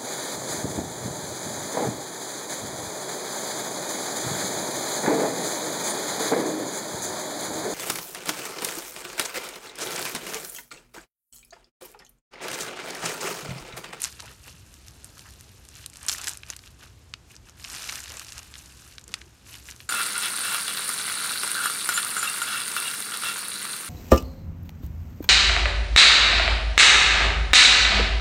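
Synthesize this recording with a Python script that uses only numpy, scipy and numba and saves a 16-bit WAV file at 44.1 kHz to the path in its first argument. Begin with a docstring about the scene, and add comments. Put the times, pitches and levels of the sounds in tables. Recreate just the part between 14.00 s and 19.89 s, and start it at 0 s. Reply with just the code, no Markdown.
"""In a room with a low hum, two hands close by knead and stretch slime full of plastic beads.
The lump bumps against the palms; folds collapse in wet squishes and squelch as air is pressed through.
Countless tiny bursts crackle with each squeeze and through one long pull.
Trapped air pops and beads snap free in sharp clicks, scattered by beads and fingers."""
import sys
import numpy as np
from scipy import signal
from scipy.fft import rfft, irfft
from scipy.io import wavfile
from numba import njit

SR = 44100
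rng = np.random.default_rng(int(sys.argv[2]) if len(sys.argv) > 2 else 0)


def persist_wave(psi):
    """Save psi, clipped to +-1, as 16-bit WAV."""
    counts = np.round(np.clip(psi, -1, 1) * 32767).astype(np.int16)
    wavfile.write(sys.argv[1], SR, np.atleast_2d(counts).T)


N = 259749


def undb(db):
    """Decibels to gain."""
    return 10 ** (np.asarray(db) / 20)


def unit(x):
    """Scale to unit energy."""
    return x / np.sqrt(np.sum(x ** 2) + 1e-18)


def level(x, rms_db):
    """Scale to an rms level."""
    return unit(x) * np.sqrt(len(x)) * undb(rms_db)


def butter(x, hz, kind, order):
    """Low-pass or high-pass filter."""
    return signal.sosfilt(signal.butter(order, min(hz, .45 * SR), kind, fs=SR, output="sos"), x)


def add(track, time_s, sound):
    """Mix a sound into a track."""
    start = int(np.clip(time_s * SR, 0, N - 1))
    track[start:start + len(sound)] += sound[:N - start]


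def tail(t60_s, gap_s):
    """Dense random reflections, decaying after a gap."""
    t = np.arange(SR // 4) / SR
    return unit(rng.standard_normal(len(t)) * np.exp(-np.log(1000) * t / t60_s) * (t > gap_s))


def bubble(hz, cycles, rise):
    """Air pocket: rings down 60 dB, pitch rising as it closes."""
    age = np.arange(int(cycles * SR / hz)) * hz / (cycles * SR)
    tone = np.sin(2 * np.pi * cycles * age * (1 + rise * age / 2))
    envelope = np.exp(-np.log(1000) * age) * (1 - np.exp(-age * cycles))
    return unit(tone * envelope)


@njit
def rings(start, hz, width_hz, size):
    """Bursts: each swells quickly and rings out at its own pitch."""
    track = np.zeros(N)
    for k in range(len(start)):
        decay = np.pi * width_hz[k] / SR
        pole = np.exp(-decay + 2j * np.pi * hz[k] / SR)
        phasor = 2 * np.sqrt(2) * decay ** 1.5 * size[k] + 0j  # unit energy at size 1
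        for i in range(min(int(9 / decay), N - start[k])):
            track[start[k] + i] += i * phasor.imag
            phasor *= pole
    return track


# Room noise spectrum: (frequency [Hz], relative density [dB])
ROOM_SPECTRUM = [(20, -24), (35, -22), (50, -4.5), (68, 2), (98, -5), (122, -4), (155, -13), (320, -17.5),
                 (550, -25), (1200, -27), (2500, -30.5), (7000, -32.5), (13500, -45.5)]
def room_tone(rms_db=-52):
    """Steady low hum of air, faint hiss above."""
    hz, db = np.transpose(ROOM_SPECTRUM)
    bin_hz = np.arange(N // 2 + 1) * SR / N
    gain = undb(np.interp(np.log(bin_hz + 1), np.log(hz), db))
    return level(irfft(rfft(rng.standard_normal(N)) * gain, N), rms_db)


# Lump shifting against the palms: (time [s], energy [dB], pitch [Hz])
PALM_BUMPS = [(0.385, -19, 81), (0.539, -22, 158), (0.6, -20, 96.2), (1.095, -20, 70.4), (1.495, -21, 88),
              (1.605, -22, 80), (3.595, -19.5, 69.7), (4.355, -17, 68.1), (5.101, -25, 185)]
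def bumps():
    """The soft mass swings a few times and stops."""
    track = np.zeros(N)
    for time_s, db, hz in PALM_BUMPS:
        add(track, time_s, undb(db) * bubble(hz, cycles=9, rise=0.045))
    return track


# Collapsing folds: (centre [s], energy [dB], half length [s], lowest pitch [Hz], highest pitch [Hz])
FOLD_SQUISHES = [(0.239, -24, 0.023, 400, 1200), (0.482, -23, 0.018, 280, 1698), (1.05, -25, .2, 220, 900),
                 (1.451, -25, .3, 219, 903), (2.28, -23, 0.031, 210.4, 996.7),
                 (2.5, -26, 0.014, 348.4, 1300), (4.14, -16.5, .05, 380.2, 2400)]
def squishes(count=160, width_ratio=0.74):
    """A fold bursts a cloud of large, heavily damped pockets; no clear pitch."""
    track = np.zeros(N)
    for centre_s, db, half_s, low_hz, high_hz in FOLD_SQUISHES:
        early, late, pitch, size = rng.random((count, 4)).T
        start = ((centre_s + half_s * (late - early)) * SR).astype(int)
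        hz = low_hz * (high_hz / low_hz) ** pitch
        track += undb(db) * unit(rings(start, hz, hz * width_ratio, 2 * size - 1))
    return track


# Air escapes: (start [s], energy [dB], pitch [Hz], length [s])
AIR_SQUELCHES = [(0.066, -19, 1800, .012), (0.1987, -17.5, 1490, 0.0061), (0.225, -24.5, 910, 0.007),
                 (0.242, -26, 830, .012), (0.298, -29, 480, .012), (0.457, -28, 1640, 0.0061),
                 (0.252, -29, 1560, 0.023), (1.169, -26, 1380, .014), (1.245, -25, 1155, 0.036),
                 (1.256, -23.5, 1590, 0.038), (2.149, -12.5, 1720, 0.0029), (2.277, -13, 1710, 0.0057),
                 (2.501, -21, 1933, 0.0031), (3.307, -28, 2645, 0.0044), (3.724, -19.5, 1266, 0.048),
                 (3.74, -16.5, 1900, 0.00601), (3.893, -11, 1920, 0.0044), (3.924, -15, 1480, 0.0055),
                 (4.075, -22, 1804, 0.0031), (4.153, -22, 2096, .02), (4.215, -20, 1439, 0.0035),
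                 (4.364, -25, 1760, .012), (5.069, -25, 403.5, 0.044), (5.202, -24.5, 353.6, 0.076),
                 (5.515, -23.5, 2630, 0.036), (5.696, -22, 2306, .003)]
def squelches(bubbles_per_s=300, detune=0.11):
    """Air squeezed through wet folds: quick strings of bubbles, each around one pitch."""
    track = np.zeros(N)
    for start_s, db, hz, length_s in AIR_SQUELCHES:
        count = 1 + int(length_s * bubbles_per_s)
        for k, (late, offset) in enumerate(rng.uniform(-1.02, 1, (64, 2))[:count]):
            sound = bubble(hz * (1 + detune * offset), cycles=8.2, rise=0.067)
            add(track, start_s + length_s * (k + late / 2) / count, undb(db) / np.sqrt(count) * sound)
    return track


# Bead and palm resonances: (centre [Hz], width [Hz], gain [dB])
HOLLOW_MODES = [(1615, 140, -11), (1880, 53, -21), (5600, 450, -44), (9360, 510, -10.5)]
def hollow(x):
    """Beads and cupped palms colour the bursts."""
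    return x + sum(undb(db) * signal.lfilter(*signal.iirpeak(hz, hz / width_hz, fs=SR), x)
                   for hz, width_hz, db in HOLLOW_MODES)


def grip(t, full_s, hold_s, close_db_per_s=280, release_db_per_s=270):
    """Gain of one grip: fingers close, hold, let go."""
    closing_db = close_db_per_s * np.maximum(full_s - t, 0)
    release_db = release_db_per_s * np.maximum(t - full_s - hold_s, 0)
    return undb(-closing_db - release_db)


# Turning the lump over: (start [s], length [s], level [dB], tilt [dB/octave])
LIGHT_TURNS = [(0.0, 1.77, -58, 0.9), (1.848, 0.86, -61, 0.5), (2.847, .25, -68, 3.5),
               (5.249, 0.74, -63, 0.2)]
def handling(t, density=3):
    """A light touch frees more, smaller bursts. Returns (gain, tilt, density) per turn."""
    return [(undb(db) * grip(t, start_s, length_s), tilt, density)
            for start_s, length_s, db, tilt in LIGHT_TURNS]


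# Hand squeezes: (full grip [s], hold [s], level [dB], tilt [dB/octave])
HAND_SQUEEZES = [(0.0, 0.072, -39.5, 0), (0.113, 0.062, -53, 0.5), (0.208, 0.11, -49.5, -2.5),
                 (0.474, 0.009, -46, 1), (0.536, 0.055, -57.5, -2), (0.888, 0.016, -55, 0.5),
                 (1.053, 0.021, -56, 1.5), (1.186, 0.13, -54, 1), (1.762, 0.068, -49.5, 0),
                 (1.959, 0.077, -53, -1), (2.045, .03, -48.5, -4.5), (2.1, 0.22, -41.5, -2.5),
                 (2.119, 0.016, -38.5, 5), (2.274, 0.013, -39.5, 3.5), (2.485, 0.05, -50, -1.5),
                 (2.663, 0.0088, -53, 0.5), (2.829, 0.0131, -48, -2), (3.314, 0.01, -54, 0),
                 (3.477, 0.0097, -55, -2), (4.374, 0.0096, -46.5, -3), (4.558, 0.046, -50.5, 0.5),
                 (5.112, 0.1, -53.5, -3.5), (5.485, 0.082, -47.5, 1.1), (5.581, .09, -56.5, 1.5),
                 (5.683, 0.021, -44.5, 1.5), (5.808, 0.019, -52.5, 3.5)]
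def squeezes(t, density=1.5, sag_db_per_s=6):
    """A closing fist bursts many small pockets at once; the crackle tires under a held grip."""
    moves = []
    for full_s, hold_s, db, tilt in HAND_SQUEEZES:
        sag_db = sag_db_per_s * np.clip(t - full_s, 0, hold_s)
        moves.append((undb(db - sag_db) * grip(t, full_s, hold_s), tilt, density))
    return moves


# Crackle envelope of the long pull: (time [s], level [dB])
PULL_ENVELOPE = [(3.53, -71.5), (3.6, -49.5), (3.69, -41), (3.95, -38.5), (4.02, -44.5), (4.17, -44.5),
                 (4.42, -52), (4.62, -54), (4.92, -52.5), (5.02, -64)]
def pull(t, brightening_db_per_octave_s=0.55, doubling_s=.7):
    """Slime drawn into threads: as they thin, the bursts get finer and brighter."""
    gain = undb(np.interp(t, *np.transpose(PULL_ENVELOPE), left=-np.inf, right=-np.inf))
    pulled_s = t - PULL_ENVELOPE[0][0]
    tilt = -0.66 + brightening_db_per_octave_s * pulled_s
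    density = .95 * 2 ** (pulled_s / doubling_s)
    return [(gain, tilt, density)]


def clumps_db(t, spread_db=1.23, clump_s=.006):
    """Stick-slip: the level wanders from clump to clump."""
    return spread_db * np.interp(t / clump_s, np.arange(N // 20), rng.standard_normal(N // 20))


def kneading():
    """Crackle level [dB], tilt [dB/octave] and density factor of all hand moves, weighted by power."""
    t = np.arange(N) / SR
    moves = squeezes(t) + handling(t) + pull(t)
    power = sum(gain ** 2 for gain, _, _ in moves)
    mean_tilt = sum(gain ** 2 * tilt for gain, tilt, _ in moves) / power
    mean_density = sum(gain ** 2 * density for gain, _, density in moves) / power
    return 10 * np.log10(power * flare(t)) + clumps_db(t), mean_tilt, mean_density


# Burst strength, large air pockets to fine threads: (pitch [Hz], relative level [dB])
BURST_SPECTRUM = [(230, -16), (620, -22.5), (900, -8), (1250, -5.5), (1900, -5), (3000, -0.5), (4300, -4),
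                  (6400, 0.5), (9500, -4.5), (13500, -6)]
def crackle(base_rate_per_s=3500, spread_db=4.0, scatter_db=-4, width_ratio=0.53, parts=8):
    """Tiny random bursts of every pitch; a harder squeeze makes them denser and louder."""
    knead_db, tilt, density = kneading()
    chance = base_rate_per_s * density * undb(.5 * (knead_db + 43.5)) / SR
    start = np.flatnonzero(rng.random(N) < chance)
    pitch, strength, damping, sign = rng.random((N, 4))[start].T
    pitch_hz, pitch_db = np.transpose(BURST_SPECTRUM)
    # small pockets outnumber large ones
    hz = (np.sqrt(pitch_hz[0]) * (1 - pitch) + np.sqrt(pitch_hz[-1]) * pitch) ** 2
    width_hz = hz * width_ratio * 2 ** (2 * damping - 1)
    colour_db = np.interp(np.log(hz), np.log(pitch_hz), pitch_db)
    colour_db += tilt[start] * np.log2(np.maximum(hz, 1000) / 5000)
    # mostly weak bursts; the thin films of small pockets snap hardest
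    limit_db = 15 + np.log2(np.minimum(hz, 5000) / 5000)
    strength_db = np.minimum(-spread_db * np.log(1 - strength), limit_db)
    size = level(undb(strength_db), 2.0) * np.sign(sign - .5)
    size *= undb(colour_db + knead_db[start]) / np.sqrt(chance[start])
    track = np.zeros(N)
    for part in range(parts):  # each part of the lump scatters in its own way
        here = np.arange(len(start)) % parts == part
        direct = rings(start[here], hz[here], width_hz[here], size[here])
        scattered = signal.oaconvolve(direct, tail(t60_s=0.017, gap_s=.0005))[:N]
        track += direct + undb(scatter_db) * scattered
    return track


def pop(hz, width_hz, cutoff_ratio, highpass_hz, swell_s):
    """A tiny cavity rings briefly; soft slime rounds off the treble."""
    t = np.arange(SR // 100) / SR
    envelope = (1 - np.exp(-t / swell_s)) * np.exp(-np.pi * width_hz * t)
    softened = butter(envelope * np.sin(2 * np.pi * hz * t), hz * cutoff_ratio, "low", order=4)
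    return unit(butter(softened, highpass_hz, "high", order=4))


# Air pops and bead clicks: (time [s], relative energy [dB], centre [Hz], width [Hz])
LOUD_POPS = [(0.0188, -3.5, 9800, 1910), (0.033, -6.5, 8000, 1600), (0.04, 1, 7300, 1300),
             (0.047, -3.5, 5600, 3420), (0.0556, -9.5, 6100, 4000), (0.126, -21, 5900, 3800),
             (0.1941, -23.5, 3200, 2500), (0.199, -18, 4600, 3000), (0.2037, -12.5, 4900, 4200),
             (0.223, -22.5, 6000, 4600), (0.279, -21, 1900, 1500), (0.4799, -23, 3000, 3000),
             (0.741, -23.5, 6260, 3210), (0.8832, -19.5, 6130, 2600), (0.909, -30, 6180, 3060),
             (1.0449, -14.5, 8800, 2226), (1.0555, -29, 8500, 4000), (1.0698, -34, 10580, 3990),
             (1.181, -24.5, 6150, 3000), (1.1936, -19.5, 5300, 3600), (1.307, -27.5, 7500, 3970),
             (1.338, -28, 7700, 5400), (1.4094, -21.5, 8150, 7840), (1.492, -29, 5495, 6070),
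             (1.652, -26.5, 8000, 7000), (1.688, -21.5, 7500, 3084), (1.754, -22, 6690, 900),
             (1.7602, -24.5, 3790, 2100), (1.7685, -29, 5810, 1700), (1.7892, -28, 4000, 5000),
             (1.842, -21.5, 2910, 1406), (1.8617, -10.5, 8930, 3600), (1.8614, -16.5, 3790, 1500),
             (1.8998, -22.5, 8200, 3390), (1.9335, -25, 4600, 4700), (1.9385, -24.5, 8080, 2292),
             (1.958, -21, 5670, 5890), (1.9707, -18, 7850, 3200), (2.03, -17, 8600, 1920),
             (2.065, -11, 8790, 897), (2.0844, 1.5, 5730, 1200), (2.0879, -2, 8800, 2200),
             (2.0892, -3, 7100, 1399), (2.0956, 1, 4705, 2203), (2.0986, -8, 7300, 902),
             (2.116, -6, 6900, 1101), (2.1275, -7.5, 5450, 890), (2.131, -10, 5600, 1700),
             (2.1375, -11.5, 7200, 1300), (2.183, -11, 6350, 4106), (2.2149, -12, 7276, 3082),
             (2.237, -16, 5205, 4285), (2.243, -9, 6846, 6100), (2.272, -4, 5600, 4180),
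             (2.2783, -6.5, 2250, 4510), (2.283, -3.5, 7460, 1700), (2.2935, -6, 8000, 1800),
             (2.3346, -14.5, 6840, 1095), (2.3531, -23.5, 5795, 2800), (2.373, -14.5, 8450, 3330),
             (2.434, -15, 2700, 1100), (2.4647, -26, 5480, 2300), (2.495, -28, 2900, 1890),
             (2.5021, -5, 6250, 990), (2.5271, -19.5, 2710, 1400), (2.535, -18.5, 3120, 2810),
             (2.5652, -15, 7840, 4690), (2.5916, -21.5, 4620, 1100), (2.638, -26, 2677, 1394),
             (2.66, -27, 5350, 2337), (2.6709, -26.5, 3386, 1410), (2.676, -26, 4014, 1386),
             (3.1387, -7.5, 3266, 2210), (3.3177, -29.5, 7600, 3100), (3.345, -31, 1600, 1200),
             (3.3545, -27, 6360, 1593), (3.365, -20.5, 5420, 1095), (3.4872, -31, 2510, 4000),
             (3.496, -24, 6470, 1495), (3.643, -13, 5264, 1302), (3.648, -11.5, 2920, 1207),
             (3.7, -15, 5600, 1995), (3.7314, -15.5, 8170, 1295), (3.7429, -17, 5185, 2493),
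             (3.7495, -13, 6230, 3808), (3.7629, -16, 4513, 1997), (3.7703, -17.5, 3395, 2395),
             (3.8217, -15, 5387, 1200), (3.8288, -19, 6260, 2996), (3.8319, -16, 4800, 1494),
             (3.842, -14.5, 6200, 1604), (3.8515, -20.5, 4410, 1397), (3.876, -15, 5600, 2504),
             (3.8907, -9, 3307, 2400), (3.8956, -8, 3198, 2982), (3.9235, -12, 5600, 1708),
             (3.9564, -9, 5950, 3500), (3.9896, -18.5, 1902, 1002), (4.0041, -13.5, 7354, 1876),
             (4.029, -25, 2988, 1808), (4.0397, -16.5, 6360, 2410), (4.0586, -18, 3120, 2207),
             (4.081, -17, 4210, 2592), (4.0957, -19, 5100, 1502), (4.1033, -19, 5420, 2485),
             (4.11, -20, 2900, 1100), (4.1205, -16.5, 6395, 2800), (4.1401, -21, 6600, 1990),
             (4.17, -13.5, 7495, 1102), (4.196, -11, 6480, 3800), (4.2184, -19, 2497, 2980),
             (4.2474, -21.5, 6910, 1790), (4.267, -23, 5600, 1990), (4.285, -20.5, 4113, 1505),
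             (4.2902, -19, 5600, 1203), (4.3039, -22.5, 7270, 3110), (4.3223, -14, 5600, 3580),
             (4.3307, -20.5, 7360, 3897), (4.3803, -13, 5777, 3002), (4.3916, -14.5, 6270, 1003),
             (4.431, -22, 5940, 5120), (4.5402, -17.5, 3890, 1904), (4.555, -17.5, 3390, 2416),
             (4.58, -23.5, 7810, 3240), (4.5903, -22, 6500, 1700), (4.6596, -23, 6790, 2210),
             (4.8775, -27, 7500, 5800), (4.924, -26.5, 4365, 1500), (4.9823, -14, 3885, 1600),
             (4.9953, -28.5, 8070, 5100), (5.013, -28, 6470, 3970), (5.0408, -22.5, 7020, 804),
             (5.0795, -19.5, 7510, 2405), (5.0916, -28, 5370, 3405), (5.1184, -27, 5900, 3100),
             (5.1404, -2.5, 3304, 2290), (5.1408, -9, 7820, 1800), (5.1428, -10, 4550, 1604),
             (5.216, -18, 2705, 1610), (5.5299, -23, 5500, 3476), (5.5425, -17.5, 2900, 1103),
             (5.554, -21, 3400, 5000), (5.656, -25, 6020, 5000), (5.6873, -16.5, 2456, 705),
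             (5.7113, -15, 6200, 1893), (5.722, -21, 3200, 4406), (5.763, -24, 6500, 2796),
             (5.8038, -18, 3020, 2410)]
def pops(snap_db=-13, scatter_db=-4.0, trim_db=-1.06):
    """Cavity ring, broad film snap and short scatter among beads and fingers."""
    track = np.zeros(N)
    for time_s, db, hz, width_hz in LOUD_POPS:
        ring = pop(hz, width_hz, cutoff_ratio=9.9, highpass_hz=1220, swell_s=.00004)
        snap = pop(hz, width_hz=15000, cutoff_ratio=2.4, highpass_hz=1200, swell_s=.00001)
        direct = unit(ring + undb(snap_db) * snap)
        scattered = signal.fftconvolve(direct, tail(t60_s=0.014, gap_s=.0004))
        sound = undb(scatter_db) * unit(scattered)
        sound[:len(direct)] += direct
        add(track, time_s - .0001, undb(db + trim_db) * sound)  # the ring peaks just after onset
    return track


def flare(t, chain_db=5, settle_s=.006):
    """A pop under pressure sets off its neighbours. 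Returns a factor on crackle power."""
    boost = np.ones(N)
    for time_s, db, _, _ in LOUD_POPS:
        add(boost, time_s, undb(db + chain_db) ** 2 * np.exp(-t[:SR // 10] / settle_s))
    return boost


def scene(walls_db=-21):
    """Close slime, weak wall reflections, room hum; mono."""
    slime = hollow(pops() + crackle()) + squelches() + squishes() + bumps()
    walls = signal.oaconvolve(slime, tail(t60_s=0.087, gap_s=0.0068))[:N]
    return (slime + undb(walls_db) * walls + room_tone())[None]


def record(dry, shelf_hz=14340, shelf_db=-13.5, cutoff_hz=15900):
    """Highest treble dulled above about 14 kHz and cut off near 16 kHz."""
    body = signal.sosfilt(signal.ellip(8, .2, 70, shelf_hz, fs=SR, output="sos"), dry)
    treble = undb(shelf_db) * butter(dry, shelf_hz, "high", order=10)
    return signal.sosfilt(signal.ellip(8, .2, 70, cutoff_hz, fs=SR, output="sos"), body + treble)


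dry = scene()
out = record(dry)
persist_wave(out)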